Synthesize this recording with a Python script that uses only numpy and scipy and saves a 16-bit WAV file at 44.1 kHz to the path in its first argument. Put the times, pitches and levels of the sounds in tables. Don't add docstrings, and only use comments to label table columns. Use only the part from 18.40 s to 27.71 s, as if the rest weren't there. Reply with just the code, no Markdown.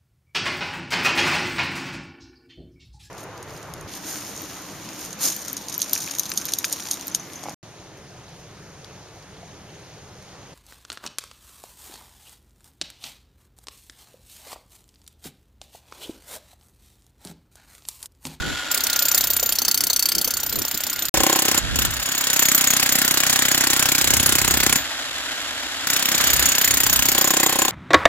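import sys
import numpy as np
from scipy import signal
from scipy.fft import rfft, irfft, next_fast_len
from scipy.io import wavfile
from scipy.ndimage import uniform_filter1d

SR = 44100
rng = np.random.default_rng(int(sys.argv[2]) if len(sys.argv) > 2 else 0)


def digitize_waveform(pressure):
    field = np.atleast_2d(pressure).T
    bounded = np.clip(field, -1, 1)
    quanta = np.round(bounded * 32767).astype(np.int16)
    wavfile.write(sys.argv[1], SR, quanta)


N = 410571
TIME_S = np.arange(N) / SR
BLOW_AGE_S = np.arange(2048) / SR

# (start [s], end [s])
GAP_S = (2.694, 2.742)
# (time [s], blow rate [Hz])
BLOW_RATE_HZ = [(0, 33.4), (0.3, 32.39), (0.64, 32.39), (1.16, 31.41), (1.41, 32.21), (1.67, 31.83),
                (2.46, 32.29), (3.2, 32.14), (3.67, 33.21), (4.24, 31.94), (5.19, 32.17), (7.51, 32.3),
                (7.79, 32.72), (8.22, 31.67), (9.09, 31.92), (9.3, 32.24)]
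# (time [s], level [dB])
MOTOR_DB = [(0, -30), (0.75, -32.5), (1.4, -39.5), (2.69, -35), (2.75, -26.5), (3.6, -30), (4.3, -27),
            (6.4, -27.5), (7.4, -28.5), (7.9, -22.5), (8.35, -28)]
# (time [s], level [dB])
WHINE_DB = [(0, -34), (0.55, -34.5), (0.9, -43), (2.7, -47), (4.4, -54), (4.8, -42), (6.35, -39),
            (6.5, -57)]
# (peak time [s], half length [s], level [dB])
WIND_GUSTS = [(0.08, 0.1, -35), (0.9, 0.16, -40), (2.1, 0.17, -43.5), (2.77, 0.056, -28), (3.37, 0.19, -26),
              (5.85, 0.23, -30), (6.18, 0.21, -31.5), (7.95, 0.14, -31), (8.5, 0.22, -32)]
WIND_BUFFETS = [(0.07, 0.076, -31.5), (1.78, 0.041, -32), (1.87, 0.015, -34), (2.18, 0.052, -30),
                (2.35, 0.013, -33.5)]
# (start [s], end [s], force [dB], initial softness [dB], easing [dB/s])
CHISEL_BURSTS = [(0.3129, 2.69, -21.7, 0.5, 2.7), (2.7405, 3.19, -19, 0, 3), (3.357, 3.465, -22.5, 0, -14),
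                 (3.5057, 6.37, -19, 12, -0.1), (7.47, 9.31, -19, 3.5, 1.4)]
# (start [s], end [s], seat name, level against the blow [dB])
TIP_SEATS = [(0.59, 1.09, "free", 1), (0.573, 1.148, "wedged", -7), (1.173, 1.912, "wedged", 1.5),
             (1.808, 2.714, "free", -3.5), (2.65, 2.97, "slab", -3.5), (2.98, 3.176, "slab", -9.5),
             (2.72, 4.328, "free", -9.5), (2.72, 3.5, "leaning", -29), (3.586, 4.318, "leaning", -3.5),
             (5.246, 6.4, "pressed", -9), (7.81, 8.783, "leaning", -3), (7.9, 8.78, "free", -7),
             (8.778, 9.4, "free", -1), (8.765, 9.4, "slab", -5.5)]
# (frequency [Hz], relative density [dB])
FAN_SPECTRUM = [(60, -25), (170, -33), (260, 3.5), (420, -10), (600, 0), (1100, -1), (1550, 6), (2400, 1),
                (3400, 5), (5400, -3), (6500, -4), (7200, 1), (9000, -16.5), (11000, -9.5), (15500, -25)]
RUMBLE_SPECTRUM = [(15, -36), (35, -15), (58, -3), (100, -9), (200, -17.5), (500, -28.5), (1500, -70)]
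FLUTTER_SPECTRUM = [(60, -2), (150, 2), (300, 8), (480, -2.5), (800, -10), (2000, -60)]
FAR_CRACK_SPECTRUM = [(100, -37), (400, -4), (900, -3.5), (1800, -4), (3000, -1), (4600, 5.5), (7200, 5.5),
                      (9000, -2), (11000, 1), (13000, -2), (16000, -2.5)]
NEAR_CRACK_SPECTRUM = [(40, -36), (120, -20), (400, -17), (800, -9.5), (1200, -1.5), (1700, 4), (3200, -1),
                       (5500, 4), (7200, 5.5), (8200, 3), (9000, -5.5), (12000, -0.5), (15500, -0.5)]
KNOCK_SPECTRUM = [(60, -36), (200, -1.5), (550, -6.5), (1000, -1.5), (1600, 0), (3200, 5.5), (4500, -1),
                  (8000, -11)]
# (frequency [Hz], correlation [0..1])
COHERENCE = [(100, 0.83), (600, 1), (1400, 0.74), (3000, 0.7), (7000, 0.27), (15000, 0.55)]
# (frequency [Hz], relative level [dB], undamped T60 [s])
FREE_MODES = [(3780, -17, .05), (7085, 0, .07), (13890, -3, .075), (15190, -11, .05)]
WEDGED_MODES = [(3050, -11, .03), (4490, 0.5, .06), (5150, -8, .04), (6170, -3, .06), (8130, -7, .05),
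                (10500, -6, .05), (12050, -8, .05), (13210, 0, .065), (15080, -6, .05)]
LEANING_MODES = [(4630, -8.5, 0.071), (6860, 2.5, 0.099), (9320, 1, 0.028), (12400, -2, 0.044),
                 (13600, 3.5, 0.084)]
PRESSED_MODES = [(7480, -5.5, 0.058), (10790, 2, .04)]
# (frequency [Hz], relative level [dB], undamped T60 [s])
GROUND_MODES = [(151.5, -3, 0.055), (235, 0, 0.034), (271, 1, 0.039)]
LOOSE_SLAB_MODES = [(330, 1, .06), (440, -2, .04), (548, -2.5, .055), (778, 1, .045), (925, 0, .035),
                    (1055, 0.5, .05)]


def amp(db):
    return 10 ** (np.asarray(db) / 20)


def unit_rms(x):
    return x / np.sqrt(np.mean(x ** 2) + 1e-20)


def curve(rows, times_s):
    return np.interp(times_s, *np.transpose(rows))


def log_curve(rows, hz):
    knots_hz, values = np.transpose(rows)
    return np.interp(np.log(hz + 1), np.log(knots_hz), values)


def wobble(shape, width):
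    return unit_rms(uniform_filter1d(rng.standard_normal(shape), size=width))


def coloured(white, spectrum, airborne=True, extra_db=0):
    size = white.shape[-1]
    hz = np.fft.rfftfreq(size, 1 / SR)
    left, other = rfft(white)
    shared = log_curve(COHERENCE, hz) * airborne
    right = shared * left + np.sqrt(1 - shared ** 2) * other
    return unit_rms(irfft(np.array([left, right]) * amp(log_curve(spectrum, hz) + extra_db), size))


def noise(spectrum, airborne=True):
    return coloured(rng.standard_normal((2, next_fast_len(N))), spectrum, airborne)[:, :N]


def from_left(x):
    return np.array([x[0], np.where(TIME_S > GAP_S[0], np.roll(x[1], 4), x[1])])


def crank_turns():
    return np.cumsum(curve(BLOW_RATE_HZ, TIME_S)) / SR


def motor(blows_s, throb=0.56, stroke_s=0.03):
    since_s = TIME_S - blows_s[np.maximum(np.searchsorted(blows_s, TIME_S) - 1, 0)]
    swell = 1 + throb * np.exp(-((since_s - stroke_s) / 0.005) ** 2)
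    rattle = 1 + 0.24 * wobble(N, 200)
    return noise(FAN_SPECTRUM) * swell * rattle * amp(curve(MOTOR_DB, TIME_S))


def whine(cycles_per_turn=44, roughness=0.61):
    flicker, jitter_rad = roughness * wobble((2, N), 500)
    phase_rad = 2 * np.pi * cycles_per_turn * crank_turns()
    return amp(curve(WHINE_DB, TIME_S)) * unit_rms((1 + flicker) * np.sin(phase_rad + jitter_rad))


def gust_gain(gusts, calm_db):
    power = sum(amp(db) ** 2 * np.exp(-2 * ((TIME_S - peak_s) / half_s) ** 2)
                for peak_s, half_s, db in gusts)
    return np.sqrt(amp(calm_db) ** 2 + power)


def wind(rumble_calm_db=-50, flutter_calm_db=-44.5):
    behind = TIME_S < GAP_S[0]
    lumps = amp(2.2 * wobble((2, N), 2000))
    rumble = unit_rms(noise(RUMBLE_SPECTRUM, airborne=False) * lumps)
    rumble *= gust_gain(WIND_GUSTS, rumble_calm_db)
    eddies_db = 20 * np.log10(unit_rms(amp(3.5 * wobble(N, 2500))))
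    flutter = noise(FLUTTER_SPECTRUM, airborne=False)
    flutter *= gust_gain(WIND_BUFFETS, flutter_calm_db + eddies_db)
    balance = np.where(behind, amp([[1.2], [-1.2]]), amp([[-2.5], [1.8]]))
    return rumble * balance + flutter * behind


def blow_times(jitter_s=0.00015):
    turns = crank_turns()
    struck = np.concatenate([np.arange(*np.interp(row[:2], TIME_S, turns)) for row in CHISEL_BURSTS])
    return np.interp(struck, turns, TIME_S) + jitter_s * rng.standard_normal(len(struck))


def effort(blows_s, uneven_db, bite_s=0.51):
    bursts = np.array(CHISEL_BURSTS)
    start_s, _, base_db, soft_db, ease_db_per_s = bursts[np.searchsorted(bursts[:, 1] + 0.02, blows_s)].T
    elapsed_s = blows_s - start_s
    force_db = base_db - soft_db * np.maximum(1 - elapsed_s / bite_s, 0) - ease_db_per_s * elapsed_s
    return force_db + uneven_db * rng.standard_normal(len(blows_s)), elapsed_s


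def seat_db(blows_s, seat, idle_db, slide_s=0.044):
    power = amp(idle_db) ** 2
    for start_s, end_s, name, db in TIP_SEATS:
        if name == seat:
            inside = (np.tanh((blows_s - start_s) / slide_s) - np.tanh((blows_s - end_s) / slide_s)) / 2
            power = power + inside * amp(db) ** 2
    return 10 * np.log10(power)


def drift(shape, memory):
    fresh = rng.standard_normal(shape)
    state = memory * rng.standard_normal(fresh[..., :1, :].shape)
    return signal.lfilter([np.sqrt(1 - memory ** 2)], [1, -memory], fresh, axis=-2, zi=state)[0]


def train(blows_s, rms_db, sounds):
    size = len(BLOW_AGE_S)
    gain = amp(rms_db) * np.sqrt(SR / curve(BLOW_RATE_HZ, blows_s) / size)
    sounds = unit_rms(sounds) * gain[:, None]
    out = np.zeros((2, N + size))
    for blow, start in enumerate(np.round(blows_s * SR).astype(int)):
        out[:, start:start + size] += sounds[:, blow]
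    return out[:, :N]


def crack(blows_s, spectrum, length_s, echo_db, echo_t60_s, rise_s, memory, patchy_db, bright_db=0):
    count, size = len(blows_s), len(BLOW_AGE_S)
    bins = size // 2 + 1
    colour_db = patchy_db * wobble((count, bins), 50) + np.outer(bright_db, np.linspace(0, 1, bins))
    grit = coloured(drift((2, count, size), memory), spectrum, extra_db=colour_db)
    lengths_s = length_s * amp(2.2 * rng.standard_normal((count, 1)))
    burst = np.exp(-(BLOW_AGE_S / lengths_s) ** 2) * np.sqrt(length_s / lengths_s)
    echo = amp(echo_db - 60 * BLOW_AGE_S / echo_t60_s)
    return grit * (burst + echo) * (1 - np.exp(-BLOW_AGE_S / rise_s)) ** 2


def ring(blows_s, modes, rise_s, vary_db, wander_rad, spread,
         delay_s=0, tilt_db_per_oct=0, detune_hz=0, chatter_rad=0):
    hz, mode_db, t60_s = np.transpose(modes)
    count = len(blows_s)
    shape = (count, len(hz))
    age_s = np.maximum(BLOW_AGE_S - delay_s, 0)
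    damping_db = -600 * np.maximum(age_s - 0.012, 0)
    envelope = amp(damping_db - 60 * age_s / t60_s[:, None]) * (1 - np.exp(-age_s / rise_s))
    waves = np.exp(2j * np.pi * hz[:, None] * age_s) * envelope
    beam_level, beam_rad = spread * drift((2, 2) + shape, 0.6)
    tilt_db = tilt_db_per_oct * np.log2(hz / hz[0])
    strength = amp(mode_db + tilt_db + vary_db * drift(shape, 0.29) + 2 * beam_level)
    phase_rad = wander_rad * drift(shape, 0.33) + beam_rad
    ringing = (strength * np.exp(1j * phase_rad)) @ waves
    pull_hz = detune_hz * rng.standard_normal((count, 1))
    scrape_rad = chatter_rad * wobble((count, len(age_s)), 70)
    return (ringing * np.exp(1j * (2 * np.pi * pull_hz * age_s + scrape_rad))).imag


def far_hammer(blows_s):
    force_db, _ = effort(blows_s, uneven_db=1.2)
    stone = crack(blows_s, FAR_CRACK_SPECTRUM, length_s=0.0072, echo_db=-10.5, echo_t60_s=0.092,
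                  rise_s=0.00042, memory=0.66, patchy_db=4)
    free = ring(blows_s, FREE_MODES, rise_s=0.0042, vary_db=2.5, wander_rad=1.0, spread=0.23,
                tilt_db_per_oct=9, detune_hz=22, chatter_rad=0.24)
    wedged = ring(blows_s, WEDGED_MODES, rise_s=0.00068, vary_db=3, wander_rad=1.5, spread=0.12,
                  detune_hz=35, chatter_rad=0.3)
    return (train(blows_s, force_db + 0.27, stone)
            + train(blows_s, force_db + seat_db(blows_s, "free", idle_db=-9), free)
            + train(blows_s, force_db + seat_db(blows_s, "wedged", idle_db=-14), wedged))


def near_steel(blows_s, force_db):
    seats = [("free", FREE_MODES, -11), ("leaning", LEANING_MODES, -8.5), ("pressed", PRESSED_MODES, -13)]
    out = np.zeros((2, N))
    for seat, modes, idle_db in seats:
        steel = ring(blows_s, modes, rise_s=0.0026, vary_db=3.5, wander_rad=0.96, spread=0.88,
                     tilt_db_per_oct=-1, detune_hz=45, chatter_rad=0.76)
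        out += train(blows_s, force_db + seat_db(blows_s, seat, idle_db), steel)
    return out


def ground_and_slab(blows_s, force_db, elapsed_s, dig_db_per_s=2.5):
    thud = ring(blows_s, GROUND_MODES, rise_s=0.00095, vary_db=0.8, wander_rad=0.32, spread=0.068,
                delay_s=0.0034)
    slab = ring(blows_s, LOOSE_SLAB_MODES, rise_s=0.0018, vary_db=1.5, wander_rad=0.72, spread=0.24)
    thud_db = -19 + dig_db_per_s * elapsed_s
    slab_db = seat_db(blows_s, "slab", idle_db=thud_db - 2.5)
    return train(blows_s, force_db + thud_db, thud) + train(blows_s, force_db + slab_db, slab)


def near_hammer(blows_s):
    force_db, elapsed_s = effort(blows_s, uneven_db=0.91)
    bright_db = 0.1 * (force_db - force_db.mean())
    stone = crack(blows_s, NEAR_CRACK_SPECTRUM, length_s=0.0092, echo_db=-5.5, echo_t60_s=0.11,
                  rise_s=0.00032, memory=0.64, patchy_db=2, bright_db=bright_db)
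    knock = crack(blows_s, KNOCK_SPECTRUM, length_s=0.0024, echo_db=-9, echo_t60_s=0.047,
                  rise_s=0.00063, memory=0.83, patchy_db=2.5)
    concrete = train(blows_s, force_db - 0.3, stone) + train(blows_s, force_db - 7, knock)
    steel = near_steel(blows_s, force_db)
    return steel + from_left(concrete + ground_and_slab(blows_s, force_db, elapsed_s))


def lifted_chisel(lift_s=6.36, level_db=-22, t60_s=0.25):
    age_s = np.arange(SR // 4) / SR
    shake_rad = wobble((2, len(FREE_MODES), len(age_s)), 100)
    ringing = sum(amp(db) * np.sin(2 * np.pi * hz * age_s + shake_rad[:, k])
                  for k, (hz, db, _) in enumerate(FREE_MODES))
    out, start = np.zeros((2, N)), round(lift_s * SR)
    out[:, start:start + len(age_s)] = unit_rms(ringing) * amp(level_db - 60 * age_s / t60_s)
    return out


def scene():
    blows_s = blow_times()
    drive = from_left(motor(blows_s)) + whine()
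    hammer = far_hammer(blows_s[blows_s < GAP_S[0]]) + near_hammer(blows_s[blows_s > GAP_S[1 - 1]])
    return drive + hammer + lifted_chisel() + wind()


def record(dry, ceiling=1.1, cutoff_hz=16050):
    audible = (TIME_S < GAP_S[0]) | (TIME_S > GAP_S[1])
    clipped = ceiling * np.tanh(dry * audible / ceiling)
    lowpass = signal.firwin(401, cutoff_hz, window=("kaiser", 9), fs=SR)
    return signal.oaconvolve(clipped, lowpass[None], "same")


dry = scene()
out = record(dry)
digitize_waveform(out)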